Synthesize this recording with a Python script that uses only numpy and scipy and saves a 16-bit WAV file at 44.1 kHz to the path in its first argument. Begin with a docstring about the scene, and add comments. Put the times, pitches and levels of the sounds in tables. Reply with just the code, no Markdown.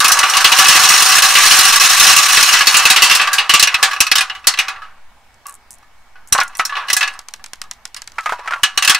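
"""Glass marbles poured into a silencer

Outdoors and close up, marbles are fed by hand into the steel tail pipe of a motorcycle silencer.
They knock and roll down the shell, whose ring is dying noise from weak modes, strong tones and a ping.
Others clunk and click in cupped hands or crack on the asphalt: pitched noise bursts and short notes.
Low thumps and a distant street lie beneath, and loud knocks overload the recorder."""
import sys
import numpy as np
from scipy import signal
from scipy.fft import rfft, irfft
from scipy.io import wavfile
from scipy.ndimage import uniform_filter1d

SR = 44100
rng = np.random.default_rng(int(sys.argv[2]) if len(sys.argv) > 2 else 0)


def dump(signal):
    """Clip the signal to [-1, 1] and save it as 16-bit WAV at the path in sys.argv[1]."""
    limited = np.clip(np.atleast_2d(signal).T, -1, 1)
    pcm = np.round(limited * 32767).astype(np.int16)
    wavfile.write(sys.argv[1], SR, pcm)


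N = 396459  # length [samples]

# strength of the shell's many weak modes: (frequency [Hz], level [dB])
SHELL_LEVELS = [(180, -63), (300, -32.5), (878, -7.5), (1140, 1.5), (1330, -1), (1670, 0.5), (1850, -6.5),
                (3500, -8.5), (5670, -4.5), (8500, -4.5), (15500, -10)]
# left-right likeness of the shell's sound: (frequency [Hz], likeness [0-1])
SHELL_LIKENESS = [(60, 0.34), (180, 0.37), (550, 0.98), (1650, 1), (4970, 0.58), (15000, 0.043)]


def gain_of(db):
    """Turn decibels into an amplitude factor."""
    return 10 ** (np.asarray(db) / 20)


def evened(x):
    """Scale to an RMS of one."""
    return x / np.sqrt(np.mean(x ** 2) + 1e-20)


def read(points, hz):
    """Read a curve between its points along a logarithmic frequency axis."""
    f, value = np.transpose(points)
    return np.interp(np.log(hz + 1), np.log(f + 1), value)


def add(mix, s, sound):
    """Lay a stereo sound into the mix at s seconds, cutting what runs past the end."""
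    part = mix[:, max(round(s * SR), 0):][:, :sound.shape[1]]
    part += sound[:, :part.shape[1]]


def pair(same, shape):
    """Complex noise for two microphones, alike by the share same."""
    a, b, c, d = np.moveaxis(rng.standard_normal(shape + (4,)), -1, 0)
    same = np.clip(same, -1, 1)
    left, other = a + 1j * b, c + 1j * d
    return np.array([left, same * left + np.sqrt(1 - same ** 2) * other])


def blow_colour(hz, boom_db, edge_db, ring_hz):
    """Tone balance of each blow in dB: low boom, glassy edge, and a lift near the favoured ring."""
    low = 1 / (1 + (hz / 1900) ** 6)
    high = 1 / (1 + (5000 / (hz + 1)) ** 4.7)
    near = np.exp(-(np.log((hz + 1) / ring_hz[:, None]) / 0.045) ** 2)  # the spot struck favours one region
    return np.outer(boom_db, low) + np.outer(edge_db, high) + 3.0 * near


def weak_modes(boom_db, edge_db, ring_hz, ring_s, size):
    """Countless weak shell modes merge into noise that dies at its own rate in each band."""
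    # how long each band rings: (frequency [Hz], factor on the ring time)
    ring_factors = [(400, 1.2), (1100, 1.99), (2800, 1.046), (7000, 0.9), (14000, 0.46)]
    hz = np.fft.rfftfreq(256, 1 / SR)
    t = np.arange(size // 128 + 2) * 128 / SR
    dying_db = -60 * t[:, None] / (ring_s[:, None, None] * read(ring_factors, hz))
    dying = gain_of(dying_db) + gain_of(-21.5 + dying_db / 3.2)  # a faint slower tail lingers
    lumps_db = 2.1 * evened(uniform_filter1d(rng.standard_normal((len(ring_s), len(hz))), size=3))
    colour_db = read(SHELL_LEVELS, hz) + blow_colour(hz, boom_db, edge_db, ring_hz) + lumps_db
    z = pair(read(SHELL_LIKENESS, hz), dying.shape) * dying * gain_of(colour_db)[:, None]
    return signal.istft(z.swapaxes(2, 3), nperseg=256, noverlap=128)[1][..., :size]


def strong_modes(boom_db, edge_db, ring_hz, ring_s, size):
    """The round shell's strong modes ring as close pairs of decaying tones, woken unevenly by each blow."""
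    # strong modes of the shell: (centre of the pair [Hz], width that sets split and decay [Hz], level [dB])
    modes = [(767, 24, -11), (1146.2, 60.5, 5.5), (1250, 30, -9), (1694.4, 50, -2), (1990, 60, -3.5),
             (2580, 44, -6.5), (2728, 40, -13), (2892, 47, -8.5), (3260, 30, -19.5), (3846, 22, -13),
             (4114, 72, -6), (4416, 34, -9.5), (5284, 210, 3.5), (5745, 80, 3), (6600, 54, -3.5),
             (8497, 47, -2), (9370, 40, -1), (9870, 140, -0.5)]
    hz, width, db = np.transpose(modes + modes)
    hz = hz + 0.24 * width * np.repeat([-1, 1], len(modes))
    t = np.arange(size) / SR
    tones = np.exp((2j * np.pi * hz)[:, None] * t)
    dying = (np.pi * .4 * width + 0.012 * hz)[:, None] * t
    tones = tones * (np.exp(-dying) + gain_of(-17.5) * np.exp(-dying / 4.0))  # quick loss, then a thin tail
    spread_db = 4.28 * rng.standard_normal((len(ring_s), len(hz)))
    colour_db = db + blow_colour(hz, boom_db, edge_db, ring_hz) + spread_db
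    strong = ((pair(read(SHELL_LIKENESS, hz), spread_db.shape) * gain_of(colour_db)) @ tones).real
    # a hand or resting marbles damp short rings; rings above 0.095 s are held up instead
    return strong * gain_of(-8.0 * t * (1 / ring_s[:, None] - 10.5))


def struck_ping(boom_db, edge_db, ring_hz, ring_s, size):
    """The mode nearest the blow sings out as one decaying sine, slightly out of phase left to right."""
    t = np.arange(size) / SR
    own_colour_db = np.diag(blow_colour(ring_hz, boom_db, edge_db, ring_hz))
    ping_db = read(SHELL_LEVELS, ring_hz) + own_colour_db + 13
    fade = gain_of(ping_db[:, None] - 60 * t / (0.9 * ring_s[:, None]))
    phase = np.array([0, .0002])[:, None, None] * ring_hz[:, None]
    return fade * np.sin(2 * np.pi * ring_hz[:, None] * t + phase)


def shell_rings(boom_db, edge_db, ring_hz, ring_s, noise_db, size=8192):
    """One stereo ring per blow: weak modes as dying noise, strong modes as tones, and the ping."""
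    blow = boom_db, edge_db, ring_hz, ring_s, size
    weak = weak_modes(*blow) * gain_of(noise_db)[:, None]
    strong = gain_of(0.5) * strong_modes(*blow)
    rise = 1 - np.exp(-np.arange(size) / SR / 0.0011)
    return (gain_of(-15) * (weak + strong + struck_ping(*blow)) * rise).swapaxes(0, 1)


def knocks():
    """Single marbles strike the pipe and the can, each blow setting its own boom, edge and ring time."""
    # knocks on the shell: (time [s], level [dB], glassy edge [dB], loudest ring [Hz])
    hits = [(0.0034, -1, -5.5, 3790), (0.0446, 4, -7, 2544), (0.0814, -3.5, -1, 5810),
            (0.119, 1.5, -0.5, 6040), (0.1901, 1.5, -8.5, 6100), (0.2312, 4.5, -26, 2890),
            (0.297, -6.5, -4, 5800), (0.3362, 1, -20, 2870), (0.3691, 3, -9.5, 2940),
            (0.445, 12.5, -15, 2838), (0.5213, 7, -16, 2880), (0.5876, 5.5, -9, 2913),
            (0.6566, 3.5, -30, 2970), (0.6839, 7.5, -8, 2896), (0.7573, -10.5, -9, 2550),
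            (0.8892, 2, -3, 2860), (1.0233, -6.5, 6, 4830), (1.1628, -8.5, -4.5, 2870),
            (1.225, 0, -7, 2610), (1.3533, 7, -15, 2885), (1.4626, 3.5, -9, 5670), (1.51, 6.5, -14, 2905),
            (1.5903, 2.5, -4, 4520), (1.734, -4, -15, 5800), (2.0922, 2, -11, 2845),
            (2.1651, 3.5, -5, 2800), (2.3713, 8, -14, 2620), (2.4276, 3.5, -5, 2510),
            (2.4891, 2.5, -14, 2840), (2.5367, 5.5, -14.5, 1954), (2.5697, -3, -12, 3000),
            (2.6079, 4, -22, 2890), (2.6707, 8, -10, 4480), (2.7428, 6.5, -16, 2830),
            (2.7682, 3, -2.5, 6950), (2.792, 2, -19.5, 2630), (2.8536, 8.5, -13.5, 2600),
            (2.9016, 10, -10.5, 3820), (2.9618, 7.5, -18, 2877), (3.0214, 9, -11, 2690),
            (3.0981, 4, -16.5, 2730), (3.1117, 5.5, -15, 2750), (3.151, -1, -4.5, 5500),
            (3.197, 5.5, -35, 2580), (3.2143, -1, -17.5, 2685), (3.2738, 0, -25, 1640),
            (3.3316, -2, -6.5, 1620), (3.3837, 5, -24.5, 2860), (3.495, 7, -16.5, 2923),
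            (3.5385, 8.5, -10.5, 2745), (3.5961, 4.5, -6.5, 4040), (3.627, 12, -7.5, 2757),
            (3.6733, 2.5, -18, 2630), (3.7172, -12, -33, 2580), (3.7436, 7.5, -22.5, 2600),
            (3.8286, 8, -13.5, 1710), (3.9125, -7.5, -19.5, 1660), (3.933, -10, -14, 2540),
            (3.9635, -8.5, -29, 2600), (4.005, 7.5, -4.5, 2600), (4.0674, -5, -15, 2580),
            (4.116, 9.5, -13.5, 4270), (4.1551, 1, -9, 3040), (4.1826, 3, -12, 3680),
            (4.2087, 2.5, -17.5, 2470), (4.2984, -3.5, -36, 2900), (4.3507, -17, -22, 2920),
            (4.443, -21.5, -26, 2610), (4.4709, 7.5, -6, 4400), (4.539, -5, -21, 2650),
            (4.5744, -9, -21, 2750), (4.5889, 3, -17.5, 2460), (4.6832, -6, -20, 2520),
            (4.761, -22.5, -32, 1355), (4.82, -21.5, -27, 1280), (5.4565, -29, -20, 1096),
            (5.4834, -34.5, -10, 1154), (5.4927, -39, -13, 1115), (5.8272, -44, -12, 1720),
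            (6.1564, -37, -30.5, 1480), (6.325, -1, 3, 5670), (6.3795, -5.5, -18, 6040),
            (6.4023, -3, -14, 5780), (6.552, -19.5, -9, 5900), (6.5963, -5, -23, 1300),
            (6.6521, -13, 2.5, 5440), (6.6948, -13.5, -26, 1710), (6.7244, -12.5, -39, 1690),
            (6.7541, -5.5, -38, 2930), (6.7672, -5.5, -34, 1130), (6.8374, -24, -40, 1630),
            (6.8841, -8.5, -20, 2890), (6.901, -2.5, -10.5, 2600), (6.9312, -2.5, 3.5, 5760),
            (6.9667, -3.5, -1.5, 2520), (7.009, 0.5, -22, 2640), (7.0292, 1, -23, 2610),
            (7.0763, -8, -23, 2620), (7.1376, -28, -11, 4950), (7.3953, -37, -20, 1680),
            (7.638, -33.5, -18, 1700), (7.965, -18.5, -9, 4900), (8.6338, 5.5, -12.5, 2950),
            (8.776, 4, -13.5, 2950), (8.8244, -0.5, -13.5, 2574), (8.8483, -4, -2.5, 3050),
            (8.8766, 5.5, -11, 2660), (8.8964, 7, -8.5, 3310), (8.9476, 5.5, -16.5, 2550),
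            (8.9814, -19, -21, 2840)]
    s, db, edge_db, ring_hz = np.transpose(hits)
    # the boom's share grows for softer knocks, a glassier edge and lower rings
    boom_db = -12.5 - 0.36 * db + 0.063 * edge_db - 2.0 * np.log2(ring_hz / 2700)
    # base ring time of 0.094 s at 2.7 kHz, shorter for high rings, varying by blow
    ring_s = 0.094 * (ring_hz / 2700) ** -0.43 * np.exp(0.26 * rng.standard_normal(len(s)))
    dense_ring, dense_until_s = 1.64, 3.25  # longer rings thicken the dense opening
    ring_s = np.clip(ring_s * np.where(s < dense_until_s, dense_ring, 1), .02, .3)
    noise_db = 0.15 * np.maximum(db, -25)  # hard knocks wake more weak modes; soft ones ring clearer
    out = np.zeros((2, N))
    for at, level_db, ring in zip(s, db, shell_rings(boom_db, edge_db, ring_hz, ring_s, noise_db)):
        add(out, at - .001, gain_of(level_db) * ring)
    return out


def rolling(count=40):
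    """Marbles roll and jostle: many uneven small blows at random spots, each mixing dull and sharp rings."""
    # stretches of rolling, each a list of: (time [s], level [dB], glassy edge [dB])
    stretches = [
        [(0.0, -7, -3), (0.75, -7.5, 14.5), (1.28, -9, 16), (1.99, -11.5, 21), (2.62, -14, 14),
         (3.0, -14.5, 3.5), (3.35, -17, -10), (3.46, -26, -9.5), (3.85, -17, -4), (4.1, -33, -0.5),
         (4.42, -35, -4), (4.55, -36, -5.5), (4.68, -24, -21.5), (5.0, -53, -13)],
        [(6.35, -22, -5), (6.6, -40.5, -11), (6.93, -32, 5), (7.2, -31.5, -9)],
        [(8.15, -45.5, 3), (8.3, -31, 9), (8.39, -28.5, -12), (8.5, -32, -18), (8.62, -42, 7), (8.75, -33, -5),
         (8.85, -28, 3), (8.99, -32, 6)],
    ]
    blows_per_s = 330  # drawn over the whole scene, sounding only within the stretches
    s, db, edge_db = np.transpose(sum(stretches, []))
    at, size, spot = rng.random((round(blows_per_s * N / SR), 3)).T
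    at = at * N / SR
    moving = sum((at > part[0][0] - .03) & (at < part[-1][0]) for part in stretches)
    uneven_db = -3.41 * np.log(np.maximum(size, .02))  # many small blows, few large
    level = moving * gain_of(np.interp(at, s, db) + uneven_db - 16.5)
    edge = gain_of(np.interp(at, s, edge_db))
    one, ring_hz = np.ones(count), np.geomspace(900, 7000, num=count)
    dull = shell_rings(2.8 * one, -24.5 * one, ring_hz, 0.12 * one, -1.5 * one, size=6000)
    sharp = shell_rings(-15. * one, -7.4 * one, ring_hz[::-1], 0.087 * one, -0.5 * one, size=6000)
    out = np.zeros((2, N))
    for blow, gain, bright, k in zip(at, level, edge, (spot * count).astype(int)):
        add(out, blow, gain * (dull[k] + bright * sharp[k]))
    return out


def crack(pitch_hz, spread, t, same=0.73):
    """Stereo noise gathered round one pitch by a bell-shaped filter on a log frequency axis."""
    hz = np.fft.rfftfreq(len(t), 1 / SR)
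    bell = np.exp(-(np.log((hz + 1) / pitch_hz) / spread) ** 2)
    return evened(irfft(rfft(pair(same, t.shape).real) * bell, len(t)))


def clunks():
    """Marbles knock in cupped hands: a broad dull body, the hollow's short falling note, a treble spray."""
    # hollow knocks: (time [s], level [dB], hollow pitch at the start [Hz])
    hand_knocks = [(6.349, 2, 1090), (6.385, 3, 1123), (6.412, 2, 1467), (6.595, 3.5, 1320),
                   (8.183, -4.5, 1340), (8.259, -0.5, 1253), (8.293, -5.5, 1310), (8.322, -2.5, 1003),
                   (8.392, -15, 997), (8.458, -17, 1010), (8.475, -4.5, 1325), (8.508, -5.5, 1136),
                   (8.522, -9.5, 1400), (8.535, -5, 1413), (8.559, -17, 1140), (8.595, -24, 985)]
    fade_s = 0.064  # time for body and spray to fall 60 dB; the note falls 30 dB
    t, out = np.arange(6000) / SR, np.zeros((2, N))
    for s, db, hollow_hz in hand_knocks:
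        body = crack(1.04 * hollow_hz, 0.67, t, same=0.98)
        body = body * (gain_of(-60 * t / fade_s) + gain_of(-16 - 25 * t / fade_s))  # with a slower tail
        note = np.sin(2 * np.pi * hollow_hz * (t - 0.41 * t ** 2)) * gain_of(-30 * t / fade_s)
        spray = crack(3600, 0.91, t) * gain_of(-13.5 - 60 * t / fade_s)
        rise = 1 - np.exp(-t / 0.00047)
        add(out, s, gain_of(db - 9.0) * (body + note + spray) * rise)
    return out


def bounces():
    """A dropped marble bounces on asphalt: a brief crack, a short tail, a dull body and a wall echo."""
    # bounces: (time [s], level [dB])
    landings = [(7.1916, -10.5), (7.2854, -11), (7.3379, -7.5), (7.4411, -10), (7.4614, -15.5),
                (7.5337, -8.5), (7.6164, -5), (7.7121, -6), (7.8535, -7.5), (7.9453, -9.5), (8.0192, -10.5),
                (8.0754, -11.5), (8.1194, -24)]
    wall_s, wall_db = 0.023, -29  # delay [s] and level [dB] of the echo from a wall nearby
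    t, out = np.arange(4096) / SR, np.zeros((2, N))
    for s, db in landings:
        click = crack(5420, 0.57, t) * gain_of(-60 * t / 0.014)
        click += crack(3600, 0.92, t) * gain_of(-24.5 - 60 * t / 0.16)  # tail
        click += crack(1600, 0.77, t) * gain_of(-9.5 - 60 * t / 0.037)  # body
        add(out, s, gain_of(db - 8.0) * click)
        add(out, s + wall_s, gain_of(db + wall_db) * click[::-1])  # left and right swapped
    return out


def clinks(count=6):
    """Marbles touch in the hand: thin high ticks with a brief shimmer, some chattering on in rebounds."""
    # ticks: (time [s], level [dB], pitch [Hz], mean gap between rebounds [s], 0 for none)
    touches = [(5.343, -35, 5760, 0), (5.468, -13.5, 8600, 0.0143), (5.707, -18.5, 8200, 0.0077),
               (5.785, -36, 7500, 0), (6.2746, -26.5, 8000, 0.0043), (6.4344, -12.5, 7500, 0),
               (6.479, -22.5, 7400, 0.00064), (6.5707, -14.5, 8540, 0.0081), (6.5903, -14, 5210, 0.0027),
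               (7.0775, -14, 5700, 0.0012), (8.209, -23, 5560, 0.018), (8.3444, -32, 5200, 0),
               (8.4672, -36, 5090, 0)]
    chatter_db, fade_db, spread_db = -11.5, -1.4, 3.5  # first rebound, change per rebound, unevenness
    t, out = np.arange(2048) / SR, np.zeros((2, N))
    dying = gain_of(-60 * t / 0.0052) + gain_of(-13.5 - 60 * t / 0.058)
    for s, db, pitch_hz, gap_s in touches:
        add(out, s, gain_of(db - 5) * crack(pitch_hz, 0.54, t) * dying)
        for k, (gap, size) in enumerate(rng.standard_normal((count * (gap_s > 0), 2))):
            tick_db = db + chatter_db + fade_db * k + spread_db * size
            tick = gain_of(tick_db) * crack(pitch_hz, 0.33, t) * dying
            add(out, s + gap_s * (k + 1 + .1 * gap), tick)
    return out


def thumps():
    """Short low thumps under the loudest knocks and some handling, without ring."""
    # low thumps: (time [s], peak level [dB])
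    low_thumps = [(3.114, -33), (3.536, -26), (3.628, -19.5), (3.744, -29), (4.006, -23.5), (4.114, -38),
                  (4.47, -31.5), (6.322, -19.5), (8.63, -29.5)]
    u, out = np.arange(2500) / SR / 0.0023, np.zeros((2, N))
    swing = u * (1 - u / 2) * np.exp(-u)  # out, then back
    for s, db in low_thumps:
        add(out, s, gain_of(db) * swing / swing.max() * np.ones((2, 1)))
    return out


def street():
    """Distant traffic wash as drifting noise, a faint steady tone, slow air pressure on the microphones."""
    # spectrum of the wash: (frequency [Hz], relative level [dB per Hz])
    wash_levels = [(24, -31.5), (40, -4), (82, -12.5), (150, -25), (215, -16.5), (317, -25), (563, -22),
                   (818, -12.5), (1100, -15.5), (1770, -17.5), (2450, -22.5), (5000, -28), (15500, -40)]
    # left-right likeness of the wash: (frequency [Hz], likeness [0-1])
    wash_likeness = [(60, 0.61), (240, 0.91), (950, 0.95), (3770, 0.17), (15000, 0.15)]
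    wash_db, whine_db, breeze_db = -49.5, -64.5, -42  # RMS levels
    frames, hz = N // 256 + 5, np.fft.rfftfreq(1024, 1 / SR)
    patches = uniform_filter1d(rng.standard_normal((frames, 513)), 14, 0)  # smooth over time
    patches = evened(uniform_filter1d(patches, 12, 1))  # and over frequency
    z = pair(read(wash_likeness, hz), (frames, 513)) * gain_of(read(wash_levels, hz) + 1.5 * patches)
    wash = evened(signal.istft(z.transpose(0, 2, 1), nperseg=1024, noverlap=768)[1][:, :N])
    t = np.arange(N) / SR
    whine = np.sqrt(2) * gain_of(whine_db) * np.sin(2 * np.pi * 2231 * t)
    swells_hz = np.geomspace(1.5, 22, num=24)
    breeze = evened(sum(np.sin(2 * np.pi * (f * t + rng.random())) / f for f in swells_hz))
    return gain_of(wash_db) * wash + whine + gain_of(breeze_db) * breeze


def scene():
    """Sum all the layers, with the right side slightly louder."""
    layers = knocks() + rolling() + clunks() + bounces() + clinks() + thumps() + street()
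    return layers * gain_of([[-.3], [.3]])


def record(dry):
    """The overloaded recorder squeezes loud peaks, then a low-pass limits the band."""
    squeezed = 0.8 * dry / (1 + abs(dry) ** 3.54) ** (1 / 4.74)
    low_pass = signal.firwin(511, 15700, window=("kaiser", 9), fs=SR)  # edge in Hz
    return signal.oaconvolve(squeezed, low_pass[None], "same")


dry = scene()
out = record(dry)
dump(out)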